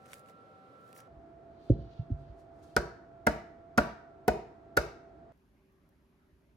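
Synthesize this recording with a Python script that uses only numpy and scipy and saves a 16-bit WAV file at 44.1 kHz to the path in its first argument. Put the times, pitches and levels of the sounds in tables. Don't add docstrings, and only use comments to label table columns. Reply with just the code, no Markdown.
import sys
import numpy as np
from scipy import signal
from scipy.fft import rfft, irfft, next_fast_len
from scipy.io import wavfile

SR = 44100
rng = np.random.default_rng(int(sys.argv[2]) if len(sys.argv) > 2 else 0)


def master_out(mix):
    frames = np.transpose(np.atleast_2d(mix))
    ceiling = np.clip(frames, -1, 1)
    pcm = np.round(ceiling * 32767).astype(np.int16)
    wavfile.write(sys.argv[1], SR, pcm)


N = 289645
TIME = np.arange(N) / SR
RING = TIME[:SR // 2]

CUTS_S = [0, 1.078, 5.322, 7]


def undb(db):
    return 10 ** (np.asarray(db) / 20)


def at_hz(table, hz, axis=1):
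    rows = np.array(table, float)
    return np.interp(np.log(np.maximum(hz, 1)), np.log(rows[:, 0]), rows[:, axis])


def tilted(spectrum, db_per_octave):
    return [(hz, db + db_per_octave * np.log2(hz / 1000)) for hz, db in spectrum]


def level(x, db):
    return x * undb(db) / np.sqrt(np.mean(x ** 2))


def hit_level(x, db):
    energy = np.mean(x ** 2) * x.shape[-1]
    return x * undb(db) / np.sqrt(energy / (.03 * SR))


def colour(x, spectrum):
    size = next_fast_len(x.shape[-1] + SR // 10)
    gain = undb(at_hz(spectrum, np.fft.rfftfreq(size, 1 / SR)))
    return irfft(rfft(x, size) * gain, size)[..., :x.shape[-1]]


def add(out, s, x):
    i = max(int(s * SR), 0)
    out[:, i:i + x.shape[-1]] += x[..., :N - i]


def fade(t60, t=RING):
    return (t >= 0) * np.exp(-np.log(1000) * np.maximum(t, 0) / t60)


def wander(hz, size=N):
    full = next_fast_len(size)
    noise = rng.standard_normal(full) + 1j * rng.standard_normal(full)
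    spectrum = noise / (1 + (2 * np.fft.fftfreq(full, 1 / SR) / hz) ** 2)
    z = np.fft.ifft(spectrum)[:size]
    return z / np.std(z)


def strokes(rows, attack_s, release_s):
    gain = 0
    for s, held, db in rows:
        before = np.maximum(s - TIME, 0) / attack_s
        after = np.maximum(TIME - s - held, 0) / release_s
        gain = gain + undb(db - 60 * (before + after))
    return gain


# f/Hz, likeness [0-1]
LIKENESS = [(60, 1), (200, 0.95), (400, 0.7), (700, 0.6), (1300, 0), (8000, 0.4)]


def diffuse(size):
    full = next_fast_len(size)
    like = np.clip(at_hz(LIKENESS, np.fft.rfftfreq(full, 1 / SR)), -1, 1)
    mid, side = rfft(rng.standard_normal((2, full))) * np.sqrt([1 + like, 1 - like])
    return irfft(np.array([mid + side, mid - side]), full)[:, :size] / np.sqrt(2)


def flicker(x, depth_db=3.0, rate_hz=22, count=10):
    centres = np.geomspace(500, 3000, count + 2)
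    size = next_fast_len(N)
    spectrum, hz = rfft(x, size), np.fft.rfftfreq(size, 1 / SR)
    for k in range(count):
        band = irfft(spectrum * np.interp(hz, centres[k:k + 3], [0, 1, 0]), size)[:, :N]
        gain = undb(depth_db * np.sqrt(2) * wander(rate_hz).real)
        x = x + band * (gain - 1)
    return x


def appliance(tones, speed=1):
    out = 0
    for hz, db, width, waver, pan_db, lead in tones:
        share = np.clip(waver, 0, 1)
        carrier = np.exp(2j * np.pi * hz * speed * TIME)
        tone = (np.sqrt(1 - share ** 2) + share * wander(width * speed)) * carrier
        ports = np.real([tone * undb(pan_db), tone * np.exp(1j * lead * speed)])
        out = out + level(ports, db)
    return out


# f/Hz, level/dB per Hz
AIR_PIPING = [(18, -85), (30, -36), (109, -4.5), (364, -9.5), (520, -3.5), (702, -11), (780, -17.5),
              (1040, -17.5), (1320, -11.5), (1670, -23.5), (4080, -34), (6550, -44.5), (12600, -50),
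              (16000, -74)]
AIR_RAPPING = [(25, -16), (65, -6.5), (110, -9.5), (140, -7.5), (200, -13.5), (330, -6.5), (420, -11),
               (530, -18), (700, -9.5), (936, -23), (1370, -23.5), (2840, -41), (4400, -45.5),
               (16000, -68.5)]
AIR_LAST = [(15, -32), (25, -20), (59, -5), (97, -13.5), (285, -14), (354, -20.5), (384, -12), (476, -31),
            (575, -23.5), (734, -29.5), (1020, -29), (2200, -35.5), (3500, -42), (6380, -47), (8360, -55.5),
            (11600, -43.5), (16000, -69)]
AIR_PIPING_DB, AIR_RAPPING_DB, AIR_LAST_DB = -58.5, -57, -67
# f/Hz, level/dB, width/Hz, waver [share], left minus right/dB, right leads/rad
WHINE = [(673.3, -57, 9.1, 0.19, -6.5, 1.0), (1353, -77.5, 13, 0.78, -10, 0.98)]
HUM = [(385.8, -70.5, 5, .85, 0.00088, 0.092)]
PIPING_SPEED = 2
PIPING_WHINE_DB, PIPING_HUM_DB, LAST_HUM_DB = -4, 1.5, -10.5


def background(swell_db=.3):
    airs = [(AIR_PIPING, AIR_PIPING_DB), (AIR_RAPPING, AIR_RAPPING_DB), (AIR_LAST, AIR_LAST_DB)]
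    piping, rapping, last = [level(colour(diffuse(N), air), db) * undb(swell_db * wander(6).real)
                             for air, db in airs]
    piping = piping + undb(PIPING_WHINE_DB) * appliance(WHINE[:1], PIPING_SPEED)
    piping = piping + undb(PIPING_HUM_DB) * appliance(HUM, PIPING_SPEED)
    rapping = rapping + appliance(WHINE + HUM)
    last = flicker(last) + undb(LAST_HUM_DB) * appliance(HUM)
    shots = zip([piping, rapping, last], CUTS_S, CUTS_S[1:])
    return sum(x * (TIME >= start) * (TIME < end) for x, start, end in shots)


# f/Hz, level/dB, t60/s, likeness of left and right [0-1]
ROOM = [(60.47, -17, 0.99, 0.99), (137, -1.5, 0.36, 1), (228, -10.5, 0.31, 0.93), (380, -4, 0.48, 0.93),
        (730, -5.5, 0.42, 0.41), (1450, -3, 0.62, .15), (2400, -6.5, 0.48, 0.13), (5300, -9, 0.45, 0.1),
        (10400, -12, 0.28, 0.076), (16030, -11.5, 0.32, .1)]


def kitchen(x, first_s=0.00083, build_s=0.0037):
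    t, hz = TIME[:SR], np.fft.rfftfreq(SR, 1 / SR)
    like = np.clip(at_hz(ROOM, hz, axis=3), 0, 1)
    mid, side = rfft(rng.standard_normal((2, SR))) * np.sqrt([1 + like, 1 - like]) / np.sqrt(2)
    walls, response = np.array([mid + side, mid - side]), 0
    log_centres = np.log([row[0] for row in ROOM])
    for (_, db, t60, _), own in zip(ROOM, np.eye(len(ROOM))):
        band = np.interp(np.log(hz + 1), log_centres, own)
        envelope = np.clip((t - first_s) / build_s, 0, 1) * fade(t60, t)
        response = response + undb(db) * irfft(walls * band, SR) * envelope / np.linalg.norm(envelope)
    return signal.fftconvolve(x.mean(axis=0, keepdims=True), response, axes=1)[:, :N]


# t/s, level/dB
TICKS = [(5.375, -88), (5.722, -90), (5.89, -80)]
# f/Hz, level/dB
TICK_COLOUR = [(1500, -8), (4000, -5), (7000, -8), (11000, -1), (15500, 2)]


def tweezers(t60=.012):
    out = np.zeros((2, N))
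    for s, db in TICKS:
        add(out, s, hit_level(colour(diffuse(len(RING)) * fade(t60, RING - .001), TICK_COLOUR), db))
    return out


# t/s, level/dB, tilt/dB per octave, t60/s
POPS = [(.056, -71, -1, .014), (0.06, -73, 6, .008), (0.066, -71, -5, .015), (0.1075, -69, -2, .012),
        (.117, -66, 2, .017), (0.1313, -52, -1.5, 0.016), (0.139, -58.5, 5, 0.015),
        (0.1935, -71.5, 6.5, .014), (.2585, -73, -2, .017), (.287, -71, -5, .012), (.296, -72, -1, .01),
        (0.9283, -66.5, 2.5, .005), (0.9493, -76, 1, .012), (.963, -65.5, -5, .02), (.976, -67, 14, .012),
        (0.99, -67, -7, .012), (1.002, -65, 3, 0.026)]
# f/Hz, level/dB
POP_COLOUR = [(700, 0), (1600, 12), (2200, 12), (2800, 10), (3800, 2.5), (6000, -1), (10000, 3),
              (15000, -13)]


def tip_pops():
    out = np.zeros((2, N))
    for s, db, tilt, t60 in POPS:
        burst = diffuse(len(RING)) * fade(t60, RING - .001)
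        add(out, s, hit_level(colour(burst, tilted(POP_COLOUR, tilt)), db))
    return out


# t/s, held/s, level/dB, swell by 60 dB/s, tilt/dB per octave, whistle level/dB
SQUEEZES = [(.09, 0.033, -71.5, 0.3, -1.5, -6), (.135, 0.057, -68, 0.3, 1.5, -18),
            (.29, 0.011, -69.5, 0.16, 0, -18), (.88, 0.025, -75.5, 0.45, 1, -16),
            (.963, 0.012, -65.5, 0.1, 9, -10), (.99, 0.014, -67, 0.16, -1, -5)]
# f/Hz, level/dB
BAG_COLOUR = [(700, 5.5), (1800, 10.5), (3000, -2), (3650, 2.5), (5100, 0), (5800, -5), (6800, 0),
              (8400, -3), (10000, -1.5), (15000, -7.5)]
SQUEEZE_RELEASE_S = 0.12
TIP_HZ, TIP_WIDTH_HZ = 5770, 900


def piping_bag(crinkle_db=3, grain_rate=1200, grain_db=1.3, hiss=0.44, sticky_db=2.5):
    sizes = undb(grain_db * np.minimum(rng.exponential(size=N), 4))
    grains = (rng.random(N) < grain_rate / SR) * sizes
    clicks = signal.lfilter([1], [1, -.9], grains)
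    crinkle = diffuse(N) * (clicks + hiss) * undb(sticky_db * wander(60).real)
    whistle = (wander(TIP_WIDTH_HZ) * np.exp(2j * np.pi * TIP_HZ * TIME)).real
    out = 0
    for s, held, db, attack_s, tilt, tip_db in SQUEEZES:
        plastic = level(colour(crinkle, tilted(BAG_COLOUR, tilt)), crinkle_db)
        squeeze = strokes([(s, held, db)], attack_s, SQUEEZE_RELEASE_S)
        out = out + (plastic + level(whistle, tip_db)) * squeeze
    return out * (TIME < CUTS_S[1]) + tip_pops()


def rub(speed, spectrum, uneven_db=3.5):
    return level(colour(diffuse(N), spectrum), 0) * speed * undb(uneven_db * wander(40).real)


# t/s, held/s, level/dB
BRUSHES = [(1.63, .08, -85), (2.2, 0.022, -85), (2.395, .025, -80), (2.56, .01, -85), (2.63, 0.14, -77.5)]
# f/Hz, level/dB
BRUSH_COLOUR = [(2000, -7), (4000, 5), (6500, 2.5), (11000, -3.5), (16000, -14)]


def grip(attack_s=0.2, release_s=.16):
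    return rub(strokes(BRUSHES, attack_s, release_s), BRUSH_COLOUR)


# t/s, held/s, level/dB
SLIDES = [(1.62, .38, -74), (2.22, .08, -81), (2.67, .08, -79.5)]
# f/Hz, level/dB
SLIDE_COLOUR = [(1200, -23.5), (2400, -8), (3000, -2.5), (3700, -3.5), (4500, -1.5), (5200, -12),
                (6200, -12), (8000, -31), (16000, -38.5)]
# f/Hz, width/Hz, level/dB, shift as the pan tips up/Hz
SLIDE_RINGS = [(2750, 110, -4.5, -400), (3100, 80, -1, -420), (3500, 150, -2.5, -350),
               (3950, 180, -1.5, -450), (4300, 180, -2, -300), (4650, 260, -4, -150),
               (5600, 600, -10.5, -600)]
SLIDE_ATTACK_S, SLIDE_RELEASE_S = 0.41, 0.44
LIFT_START_S, LIFT_LENGTH_S = 1.72, .36


def scrape(hiss_db=-3, sing_db=-2.5, drift=.012, catch_db=2.0):
    speed = strokes(SLIDES, SLIDE_ATTACK_S, SLIDE_RELEASE_S)
    lift = np.clip((TIME - LIFT_START_S) / LIFT_LENGTH_S, 0, 1)
    drifting = 1 + drift * wander(2.2).real
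    sing = 0
    for hz, width, db, shift_hz in SLIDE_RINGS:
        cycles = np.cumsum((hz + shift_hz * lift) * drifting) / SR
        port_phase = np.exp(2j * np.pi * rng.random((2, 1)))
        sing = sing + undb(db) * wander(width) * np.exp(2j * np.pi * cycles) * port_phase
    steel = level(sing.real, sing_db) * speed * undb(catch_db * wander(18).real)
    return undb(hiss_db) * rub(speed, SLIDE_COLOUR) + steel


def mode(hz, t60, swell, lag=0., t=RING):
    rise = 1 - np.exp(-np.maximum(t, 0) / swell)
    return rise * fade(t60, t) * np.sin(2 * np.pi * hz * t - np.array([[0], [lag]]))


# f/Hz, level/dB, t60/s, swell/s
TABLE_MODES = [(57.4, -1, 0.31, 0.015), (66, 2.5, 0.2, 0.0072)]


def table_boom(db):
    return hit_level(sum(undb(g) * mode(hz, t60, swell) for hz, g, t60, swell in TABLE_MODES), db)


MODE_DETUNE = .012


def pan_ring(modes, lead, touch_db, force_db, flat, cushion, opposed=False,
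             scatter_db=1.4, swell=0.0027, lag_per_khz=0.825):
    out = 0
    for k, (hz, db, t60, flat_db, cushion_db) in enumerate(modes):
        size, spread, detune = rng.standard_normal(3)
        hz = hz * (1 + MODE_DETUNE * detune)
        lag = lag_per_khz * hz / 1000 * (1 + .5 * spread)
        touch = undb(touch_db) * mode(hz, t60, swell, lag)
        ring = touch + mode(hz, t60, swell, lag, RING - lead)
        sign = -1 if opposed and k % 2 else 1
        mode_db = force_db + db + flat * flat_db + cushion * cushion_db + scatter_db * size
        out = out + sign * undb(mode_db) * ring
    return out


def clash(spectrum, t60, lead, touch_db, db, chatter_db=4.0, lag_s=.000028, scattered=0.94):
    contacts = undb(touch_db) * fade(t60 / 2) + fade(t60, RING - lead)
    chatter = undb(chatter_db * wander(700, len(RING)).real)
    ports = np.exp(-2j * np.pi * np.outer([0, lag_s], np.fft.rfftfreq(len(RING), 1 / SR)))
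    direct_noise = irfft(rfft(rng.standard_normal(len(RING))) * ports, len(RING))
    noise = direct_noise + scattered * diffuse(len(RING))
    return hit_level(colour(noise, spectrum) * contacts * chatter, db)


# f/Hz, level/dB, t60/s, more when the rap lands flat/dB, more when cushioned/dB
RESTING_PAN_MODES = [(216.7, -44.5, 0.53, 8.5, 1), (349.6, -41.5, 0.42, -4.5, 6.5),
                     (389, -43.5, 0.2, -5, 7.5), (445, -47, 0.36, -2, 10.5), (662, -43, .42, 5, 3.5),
                     (1405, -49.5, .35, -3, -9.5), (2455, -63.5, 0.4, 1, 9.5)]
# t/s, flex pitch f/Hz, level/dB, table level/dB, t60 before its share/s
BUMPS = [(1.164, 69.7, -56.5, -56.5, 0.054), (1.7, 110.4, -18.5, -27, 0.23), (1.819, 96.7, -46, -52, 0.078),
         (1.857, 136.3, -59.5, -59, 0.044), (1.991, 106.7, -33, -52.5, 0.12),
         (2.102, 239.6, -40.5, -60.5, 0.066), (2.112, 84.8, -29, -34.5, 0.16),
         (2.292, 77.6, -49.5, -47.5, 0.134), (6.32, 70.6, -73, -62.5, .17)]
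# multiple of the flex pitch, level/dB, share of the t60
FLEX_MODES = [(1, 2.5, 0.43), (1.25, -16.5, 0.88), (2.45, 3.5, 0.15), (4.25, 2, 0.11)]
BUMP_SOFT, BUMP_RISE, BUMP_SWELL_S = 1.3, 232, 0.013
BUMP_SAG, BUMP_SAG_S, BUMP_CHOKE_S = 0.18, .018, 0.028
FREE_FROM_S, FREE_HZ, FREE_T60_S, FREE_DB = 1.95, 141.5, 0.58, -13.5


def bumps(sympathy_db=20, tick_db=-56, tick_t60=.05):
    out = np.zeros((2, N))
    sagging = RING + BUMP_SAG * BUMP_SAG_S * (1 - np.exp(-RING / BUMP_SAG_S))
    choke = 1 / (1 + (RING / BUMP_CHOKE_S) ** 6)
    for s, hz, db, table_db, t60 in BUMPS:
        bright_hz = hz * (BUMP_SOFT + BUMP_RISE * undb(db) ** 2)
        flex = 0
        for k, g, share in FLEX_MODES:
            gain = undb(g) / (1 + (k * hz / bright_hz) ** 4)
            flex = flex + gain * mode(k * hz, t60 * share, BUMP_SWELL_S / k, t=sagging)
        sympathy = pan_ring(RESTING_PAN_MODES, 0, TOUCH_DB, db + sympathy_db, 0, 0)
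        thud = hit_level(flex * choke, db) + hit_level(table_boom(0), table_db) + sympathy
        cloth = signal.butter(6, min(bright_hz + 40, 2000), fs=SR, output="sos")
        add(out, s - .002, signal.sosfilt(cloth, thud))
        add(out, s, clash(SLIDE_COLOUR, tick_t60, 0, TOUCH_DB, db + tick_db))
        if s > FREE_FROM_S:
            add(out, s, hit_level(mode(FREE_HZ, FREE_T60_S, BUMP_SWELL_S), db + FREE_DB))
    return out


# f/Hz, level/dB, more when flat/dB, more when cushioned/dB
SPRAY = [(450, -1.5, -3, 6), (600, -6, 0, 0), (1050, 6, 3, 0), (1390, 13, 0, -6.5), (1670, 8.5, 1, -6),
         (1900, 7, 1.5, -3.5), (2240, 2.5, 2, 1.5), (2580, 3, 1, 5.5), (3060, -3.5, 2, -0.5),
         (5400, -1.5, -1.5, -1), (7500, -7.5, 0, 0.5), (11000, -11, -0.5, 1), (16000, -18.5, 0, 0)]
BELLY_HZ, BELLY_OCTAVES = 1520, 0.4


def room_spray(flat, cushion, jangle_tilt, belly_db, t60):
    spectrum = []
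    for hz, db, flat_db, cushion_db in SPRAY:
        belly_share = np.exp(-(np.log2(hz / BELLY_HZ) / BELLY_OCTAVES) ** 2)
        spectrum.append((hz, db + flat * flat_db + cushion * cushion_db + belly_db * belly_share))
    click = level(signal.unit_impulse(len(RING), 64), 0)
    jangle = level(rng.standard_normal(len(RING)) * fade(t60, RING - .0015), -5)
    return colour(click + jangle, tilted(spectrum, jangle_tilt))


# t/s, edge touches earlier by/s, force/dB, flatness [-1 on its edge to 1 on its belly],
# cushioning by the cloth [0-1], crack tilt/dB per octave, belly pitch [ratio],
# jangle tilt/dB per octave, belly's share of the jangle/dB
RAPS = [(2.765, 0.00077, -0.5, -0.62, 0.23, -2, 0.96, -0.2, 4.5),
        (3.269, 0.0029, 0, 0.62, 0.27, 3.5, 1.017, 0.5, 0),
        (3.7789, .0032, 1.5, 0.62, 0, 1.5, 0.97, 0.2, 0.5), (4.2806, .0028, -1, .4, 1, 8.5, .99, 0, -2.5),
        (4.7717, 0.0035, -0.5, -0.86, 0.04, 3, 0.99, 0.4, -4)]
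# f/Hz, level/dB, t60/s, more when flat/dB, more when cushioned/dB
PAN_MODES = [(136, -33.5, 0.036, -14, -9), (166.2, -28, 0.072, -2, -14), (225.6, -14, 0.041, 8, -1.16),
             (292.6, -35.5, 0.137, 12.5, 2), (327.5, -17, 0.039, 1.5, 2.5), (399.5, -19, 0.041, -6, 7.5),
             (460, -17.5, 0.049, 0, -11), (453.4, -22, 0.024, -7, 22), (589.6, -18, 0.065, 0.2, -1.5),
             (635, -24, 0.11, 1.15, 4), (695.6, -19, 0.059, 1.4, 4), (739, -25, 0.064, 0.5, 7),
             (875, -24.5, 0.056, 2.5, -1), (922, -27, 0.066, 0.3, 4.5), (1115, -20, 0.03, 7.5, -30.5)]
# f before the belly pitch/Hz, level/dB, t60/s, more when flat/dB, more when cushioned/dB
BELLY_MODES = [(1330, -19.5, 0.044, -3.5, -6), (1477, -10.5, 0.055, 3, -13),
               (1532, -11.5, .036, -0.5, -13.5), (1667, -24.5, .045, 1, -9.5), (1830, -26, .05, -2, -7.5),
               (2060, -18.5, 0.028, 1.5, -5)]
# f/Hz, level/dB
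SHEET = [(900, -11.5), (1800, 6.5), (2400, 4), (3200, -5.5), (4200, -3.5), (5400, -6.5), (6500, -11),
         (8000, -10.5), (11000, -24), (16000, -24)]
# f/Hz, level/dB
CRACK = [(800, -19), (2000, -8.5), (3300, -2.5), (4200, 0), (5300, 7), (7300, -3.5), (8500, -18.5),
         (10500, 1.5), (13000, -7.5), (15500, -9)]
# f/Hz, level/dB
CARRY = [(130, 0), (250, -1.5), (480, -1.5), (590, -4), (700, 1.5), (950, -2.5), (1150, -11), (1500, -27)]
ANSWER = {"sheet": (-37, -1.3, -2.5), "crack": (-38.5, -2.2, -0.56), "spray": (-32, 0, -4)}
TOUCH_DB, TOUCH_CUSHION_DB = -9, -8


def raps(sheet_t60=0.068, crack_t60=0.013, boom_db=-35, spray_t60=.035):
    direct, sent = np.zeros((2, 2, N))
    for s, lead, force_db, flat, cushion, tilt, pitch, jangle_tilt, belly_db in RAPS:
        part_db = {part: force_db + db + flat * flat_db + cushion * cushion_db
                   for part, (db, flat_db, cushion_db) in ANSWER.items()}
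        touch_db = TOUCH_DB + cushion * TOUCH_CUSHION_DB
        clang = pan_ring(PAN_MODES, lead, touch_db - 2.5, force_db, flat, cushion)
        sympathy = pan_ring(RESTING_PAN_MODES, lead, touch_db - 2.5, force_db, flat, cushion)
        belly = [(hz * pitch, *rest) for hz, *rest in BELLY_MODES]
        clang = clang + pan_ring(belly, lead, touch_db, force_db, flat, cushion, opposed=True)
        sheet = clash(SHEET, sheet_t60, lead, touch_db, part_db["sheet"])
        crack = clash(tilted(CRACK, tilt), crack_t60, lead, touch_db, part_db["crack"])
        spray = room_spray(flat, cushion, jangle_tilt, belly_db, spray_t60)
        add(direct, s - lead, clang + sympathy + sheet + crack)
        add(direct, s + .002, table_boom(boom_db))
        add(sent, s - lead, colour(clang, CARRY))
        add(sent, s - .001, hit_level(spray, part_db["spray"]))
    return direct, sent


def scene(rap_room_db=0, bump_room_db=-7):
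    blows, sent = raps()
    thuds = bumps()
    room = kitchen(undb(rap_room_db) * sent + undb(bump_room_db) * thuds)
    return background() + room + tweezers() + piping_bag() + grip() + scrape() + thuds + blows


# f/Hz, left leads/rad, left minus right/dB
PORTS = [(30, .22, -.6), (90, .36, -2), (200, .32, -1.8), (400, .25, .2), (800, .2, .8), (1500, 0, .3),
         (5000, 0, 1.2), (10000, 0, .3)]
TOP_HZ = 16300


def record(dry, low_hz=36):
    size = next_fast_len(N)
    hz = np.fft.rfftfreq(size, 1 / SR)
    half = np.sqrt(undb(at_hz(PORTS, hz, axis=2))) * np.exp(.5j * at_hz(PORTS, hz))
    heard = irfft(rfft(dry, size) * np.array([half, 1 / half]), size)[:, :N]
    lean = signal.sosfilt(signal.butter(4, low_hz, "high", fs=SR, output="sos"), heard)
    return signal.sosfilt(signal.ellip(8, .2, 70, TOP_HZ, fs=SR, output="sos"), lean)


dry = scene()
out = record(dry)
master_out(out)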